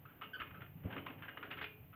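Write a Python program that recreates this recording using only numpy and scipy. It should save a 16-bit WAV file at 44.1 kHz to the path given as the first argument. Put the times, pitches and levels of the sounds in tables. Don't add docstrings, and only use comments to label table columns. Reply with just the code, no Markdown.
import sys
import numpy as np
from scipy import signal
from scipy.fft import rfft, irfft, next_fast_len
from scipy.io import wavfile
from scipy.ndimage import uniform_filter1d, map_coordinates

SR = 44100
rng = np.random.default_rng(int(sys.argv[2]) if len(sys.argv) > 2 else 0)


def to_wav(sig):
    pcm = np.clip(np.atleast_2d(sig), -1, 1) * 32767
    pcm = np.round(pcm).astype(np.int16)
    wavfile.write(sys.argv[1], SR, pcm.T)


N = 85995

# (time [s], level [dB], hook pitch [Hz], pitch over clack [dB],
# rise [s], t60 [s], bright edge over clack [dB])
SLIPS = [(.053, -55, 1373, 19, 0.00089, .04, -38), (.085, -64, 1477, 4.5, 0.0022, 0.45, -32),
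         (.211, -50, 1171, -1, 0.0035, 0.14, -23), (.218, -44.5, 1243, 3, 0.0015, 0.064, -21),
         (0.234, -52, 2832, 5.5, 0.0019, .08, -25), (.390, -52, 1470, 8, .002, .03, -29),
         (0.399, -44.5, 2895, -6, .003, 0.056, -20), (.403, -42.5, 1296, 7, 0.0023, 0.049, -29),
         (.416, -39.5, 1337, 0.5, 0.0014, 0.024, -32), (0.466, -58.5, 1493, -11, 0.0038, 0.1, -26),
         (.505, -53.5, 1292, 1, .006, 0.026, -43), (.543, -53.5, 1483, 6, 0.0012, 0.065, -38),
         (0.605, -55.5, 1627, -2, .003, 0.049, -38), (0.618, -51, 1350, 1.5, 0.001, 0.084, -42),
         (.660, -61, 2130, -18, 0.0025, 0.026, -35), (0.834, -63.5, 1100, -16, 0.0022, 0.069, -35),
         (.900, -51, 785, -2.5, 0.007, 0.18, -44), (.925, -47.5, 1532, 0, 0.0033, 0.076, -31),
         (.964, -45, 1060, -1, 0.0016, 0.047, -39), (0.979, -48, 1513, -8, 0.0022, 0.052, -40),
         (1.063, -41.5, 1181, -2, 0.0016, 0.039, -27), (1.081, -53, 2615, 10, .002, .06, -35),
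         (1.1, -52, 1100, -16, .003, 0.037, -30), (1.180, -62, 1603, -17, 0.007, 0.22, -32),
         (1.222, -49.5, 1490, -4.5, 0.00072, 0.093, -28), (1.230, -50, 1550, 6, 0.0022, 0.12, -25),
         (1.249, -55.5, 1950, -13, .003, 0.094, -35), (1.279, -49, 1669, 0.5, 0.0042, 0.068, -33),
         (1.285, -49, 1652, -1, 0.0052, 0.06, -37), (1.371, -45, 1234, -6, 0.0028, 0.035, -38),
         (1.427, -44, 1362, 1, 0.0022, 0.085, -24), (1.453, -58.5, 1634, 1, 0.0028, 0.089, -12),
         (1.505, -48, 1325, -14, 0.0029, 0.091, -15), (1.51, -44.5, 2708, -3.5, 0.0025, 0.096, -18),
         (1.526, -51, 1775, -7, 0.0026, 0.056, -29), (1.569, -49.5, 1378, -0.5, 0.0067, 0.072, -14),
         (1.583, -48.5, 1810, -14, 0.0042, 0.088, -33), (1.612, -41.5, 1744, -15, 0.0015, 0.055, -13.5),
         (1.625, -45, 1316, -12, .002, 0.052, -12), (1.64, -42.5, 2480, -3, 0.0029, 0.026, -11.5),
         (1.927, -61.5, 1282, -3, 0.0062, 0.16, -32)]
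# (frequency [Hz], level [dB])
CLACK_SPECTRUM = [(100, -30.5), (400, -14), (750, -7), (1000, -2), (1300, 0), (1700, 0.5), (2200, -1.5),
                  (2600, -2.5), (2950, -1.5), (3300, -10), (3800, -21.5), (4400, -38.5), (5100, -54),
                  (5800, -67.5), (8000, -85.5)]
EDGE_SPECTRUM = [(500, -41), (2500, -9), (3300, 13), (4100, 1.5), (4600, -9.5), (4900, -8), (5300, -25.5),
                 (5700, -45), (8000, -72)]
# (frequency [Hz], relative level [dB], t60 [s])
COIL_MODES = [(430.4, -10.5, 1), (1281, -5.5, 0.33), (1450, -5.5, .36), (1707, -15.5, .4),
              (1707, -16, 0.17), (2145, -7, 0.37), (2200, -4.5, 0.38), (2477, -4.5, 0.74),
              (2740, -10.5, 0.23), (2808, -2, 0.64), (2925, -5.5, 0.53), (3210, -7.5, 0.47),
              (3270, -9, 0.21), (3460, -9.5, 0.23)]
# (time [s], pitch [Hz], level [dB], t60 [s])
TWANGS = [(0.235, 2810, -60.5, 0.64), (.968, 284, -49, .25), (.980, 3034, -54, 0.25),
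          (1.286, 2815, -62.5, 1), (1.613, 426.5, -56, 0.55), (1.642, 2436, -50, 0.41),
          (1.644, 2735, -55.5, 0.36)]
SLIP_HOLD_S, CHATTER_PER_S, COIL_DB = 0.0032, 2400, -20
def hook_slips():
    t = clock()[:SR // 2]
    ticks = unit((rng.random(N) < CHATTER_PER_S / SR) * rng.standard_normal(N))
    chatter = ticks + 0.96 * rng.standard_normal(N)
    scrape = steady(unit(colour(chatter, CLACK_SPECTRUM)), size=300)
    clack_power, edge_power, rings = np.zeros((3, N))
    mode_hz, mode_db, mode_t60 = np.transpose(COIL_MODES)[:, :, None]
    onset = np.minimum(t / SLIP_HOLD_S, 1)
    fades = amp(mode_db - 60 * t / mode_t60) * onset
    for s, db, hook_hz, hook_db, rise_s, t60, edge_db in SLIPS:
        env = np.minimum(t / rise_s, 1) * amp(db - 60 * np.maximum(t - rise_s - SLIP_HOLD_S, 0) / t60)
        env /= np.hypot(1, amp(hook_db))
        add(clack_power, s, env ** 2)
        add(edge_power, s, (amp(edge_db) * env) ** 2)
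        add(rings, s, np.sqrt(2) * amp(hook_db) * env * drifting_tone(t, hook_hz, width_hz=180))
        struck = amp(db + COIL_DB + rng.standard_normal(mode_hz.shape))
        modes = np.sin(2 * np.pi * (mode_hz * t + rng.random(mode_hz.shape)))
        add(rings, s, np.sum(struck * fades * modes, axis=0))
    for s, hz, db, t60 in TWANGS:
        add(rings, s, amp(db - 60 * t / t60) * onset * drifting_tone(t, hz, width_hz=45))
    return np.sqrt(clack_power) * scrape + np.sqrt(edge_power) * noise(EDGE_SPECTRUM) + rings


# (time [s], length [s], pitch [Hz], level [dB], roughness [0-1])
SQUEAKS = [(0.056, 0.0054, 1316, -52.5, 0.22), (0.332, 0.032, 1523, -44.5, 0.34),
           (0.334, 0.026, 1666, -53.5, 0.4), (.360, 0.015, 1262, -56.5, 0.6),
           (0.543, 0.042, 1298, -59, 0.73), (1.926, .02, 1321, -62, 0.47)]
HARMONICS_DB = [1, -9.5, -31.5]
SQUEAK_RISE_S, SQUEAK_FALL_S, SQUEAK_FADE_DB = 0.006, 0.0072, 4
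SQUEAK_SAG, SQUEAK_JITTER, RASP_PER_S = 0.014, 0.05, 550
def hook_squeaks():
    t, out = clock(), np.zeros(N)
    for s, length, hz, db, rough in SQUEAKS:
        progress = np.minimum(t / length, 1)
        pitch = hz * (1 - SQUEAK_SAG * progress + SQUEAK_JITTER * rough * wobble(RASP_PER_S))
        phase = 2 * np.pi * np.cumsum(pitch) / SR
        env = np.minimum(t / SQUEAK_RISE_S, 1) * np.exp(-np.maximum(t - length, 0) / SQUEAK_FALL_S)
        tone = np.zeros(N)
        for k, harmonic_db in enumerate(HARMONICS_DB, 1):
            rasp = 1 + 0.5 * k * rough * wobble(RASP_PER_S)
            tone += amp(harmonic_db) * np.sin(k * phase) * rasp
        add(out, s, np.sqrt(2) * amp(db - SQUEAK_FADE_DB * progress) * env * tone)
    return out


# (frequency [Hz], relative level [dB])
THUMP_MODES = [(42, -19), (97, 0.5), (182, -4.5), (262, -10), (440, -28)]
# (frequency [Hz], level [dB])
SLAP_SPECTRUM = [(20, 2), (200, 0), (550, 4), (800, -21), (1500, -35), (4000, -71)]
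LANDING_S, SLAP_DB = 0.861, -13
def landing_thump():
    t = clock() - LANDING_S
    modes = sum(amp(db) * np.sin(2 * np.pi * hz * t) for hz, db in THUMP_MODES)
    slap = amp(SLAP_DB) * noise(SLAP_SPECTRUM)
    return swell(LANDING_S, db=-34.5, rise_s=0.012, t60=0.097) * (modes + slap)


# (time [s], level [dB], pitch [Hz])
PATS = [(0.019, -58.5, 127), (.061, -56, 134), (0.164, -59.5, 92), (.275, -59.5, 186), (0.419, -54, 75.5),
        (0.521, -50.5, 127), (.622, -49.5, 135), (.700, -53, 119), (0.761, -50, 150), (.775, -57, 258),
        (.935, -50, 185), (1.106, -51, 268), (1.214, -62, 129), (1.816, -55, 122), (1.906, -60, 117)]
def mat_pats():
    out = np.zeros(N)
    for s, db, hz in PATS:
        tone = np.sqrt(2) * np.sin(2 * np.pi * hz * (clock() - s))
        out += swell(s, db, rise_s=0.0076, t60=0.069) * tone
    return out


# (time [s], level [dB])
DRONE_LEVELS = [(0, -59), (.11, -66.5), (.35, -67), (.46, -62), (.54, -57), (.6, -57), (.67, -60),
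                (.78, -57.5), (.82, -54), (.9, -55.5), (1.0, -55), (1.12, -63), (1.18, -55.5), (1.25, -59),
                (1.33, -67), (1.47, -64), (1.6, -58), (1.73, -64.5), (1.82, -59), (1.95, -64)]
# (frequency [Hz], width [Hz], relative level [dB])
DRONE_MODES = [(95.8, 13.88, -1.5), (121.5, 19.5, -3.5), (149.6, 9.7, -2.5), (184.8, 25, -7.5)]
# (frequency [Hz], level [dB])
RUMBLE_SPECTRUM = [(20, -15), (45, -9), (70, -4.5), (97, -1.5), (140, -3.5), (180, -2.5), (230, -15.5),
                   (400, -38.5), (1000, -81.5)]
RUMBLE_DB = -11
def mat_drone():
    modes = unit(sum(amp(db) * drifting_tone(clock(), hz, width) for hz, width, db in DRONE_MODES))
    rumble = amp(RUMBLE_DB) * noise(RUMBLE_SPECTRUM)
    return contour(DRONE_LEVELS) * steady(modes + rumble, size=2600)


# (time [s], level [dB])
RATTLE_LEVELS = [(0, -69), (.2, -65), (.26, -63.5), (.34, -65.5), (.41, -58.5), (.5, -65), (.63, -61),
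                 (.69, -69.5), (.82, -67), (.86, -54), (.95, -52.5), (.978, -46.5), (1.005, -56.5),
                 (1.11, -57), (1.2, -61), (1.33, -62), (1.45, -56), (1.54, -59), (1.61, -58), (1.7, -67.5),
                 (1.95, -69.5)]
# (frequency [Hz], level [dB])
RATTLE_SPECTRUM = [(60, -27), (190, -10.5), (275, 2.5), (370, -4), (440, -6), (650, -7), (900, -11.5),
                   (1500, -16.5), (3000, -19), (5000, -64.5)]
def frame_rattle():
    return contour(RATTLE_LEVELS) * steady(noise(RATTLE_SPECTRUM), size=1800)


TAIL_T60, TAIL_RISE_S, TAIL_DB, WALL_DB = 0.26, 0.007, -7, -22
def garden_echo(x):
    t = clock()[:SR // 2]
    tail = rng.standard_normal(len(t)) * amp(-60 * t / TAIL_T60) * (1 - np.exp(-t / TAIL_RISE_S))
    response = amp(TAIL_DB) * tail / np.linalg.norm(tail)
    delays = rng.integers(SR // 200, SR // 35, size=5)
    response[delays] += amp(WALL_DB) * np.sign(rng.standard_normal(5))
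    return signal.fftconvolve(x, response)[:N]


# (frequency [Hz], level [dB])
AIR_SPECTRUM = [(20, 3), (300, -7), (700, -10), (1500, -13), (2900, -10), (3600, -20), (4500, -32),
                (6000, -82)]
def garden_air():
    return amp(-75) * noise(AIR_SPECTRUM)


# (frequency [Hz], level [dB])
HISS_SPECTRUM = [(20, -35), (10600, -31.5), (11300, -18), (12000, -12.5), (13000, -4), (13800, -2),
                 (14700, -2), (15500, -23.5), (16400, -18)]
def camera_hiss():
    return amp(-70) * noise(HISS_SPECTRUM)


def amp(db):
    return 10 ** (np.asarray(db) / 20)


def unit(x):
    return x / np.sqrt(np.mean(x ** 2) + 1e-20)


def clock():
    return np.arange(N) / SR


def contour(points):
    return amp(np.interp(clock(), *np.transpose(points)))


def swell(s, db, rise_s, t60):
    t = clock() - s
    return np.exp(-(np.minimum(t, 0) / rise_s) ** 2) * amp(db - 60 * np.maximum(t, 0) / t60)


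def wobble(rate):
    return map_coordinates(rng.standard_normal(int(N * rate / SR) + 4), [clock() * rate])


def drifting_tone(t, hz, width_hz):
    drift = np.cumsum(rng.standard_normal(len(t))) * np.sqrt(2 * np.pi * width_hz / SR)
    return np.sin(2 * np.pi * (hz * t + rng.random()) + uniform_filter1d(drift, size=int(2 * SR / hz)))


def colour(x, points):
    m = 2 * next_fast_len(N)
    hz, db = np.transpose(points)
    gain = amp(np.interp(np.log(np.fft.rfftfreq(m, 1 / SR) + 1), np.log(hz), db))
    cepstrum = irfft(np.log(gain), m)
    cepstrum[1:m // 2] *= 2
    cepstrum[m // 2 + 1:] = 0
    return irfft(rfft(x, m) * np.exp(rfft(cepstrum)), m)[:N]


def noise(points):
    return unit(colour(rng.standard_normal(N), points))


def steady(x, size):
    return x / np.sqrt(np.abs(uniform_filter1d(x * x, size)) + 1e-12)


def add(track, s, x):
    part = track[max(round(s * SR), 0):][:len(x)]
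    part += x[:len(part)]


def scene():
    clatter, squeaks = hook_slips(), hook_squeaks()
    springs = clatter + squeaks + garden_echo(clatter + amp(-1) * squeaks)
    mat = landing_thump() + mat_pats() + mat_drone()
    return (springs + mat + frame_rattle() + garden_air())[None]


BAND_LIMIT_HZ = 16450
def record(dry):
    m = 2 * next_fast_len(N)
    passband = np.fft.rfftfreq(m, 1 / SR) < BAND_LIMIT_HZ
    return irfft(rfft(dry + camera_hiss(), m) * passband, m)[:, :N]


dry = scene()
out = record(dry)
to_wav(out)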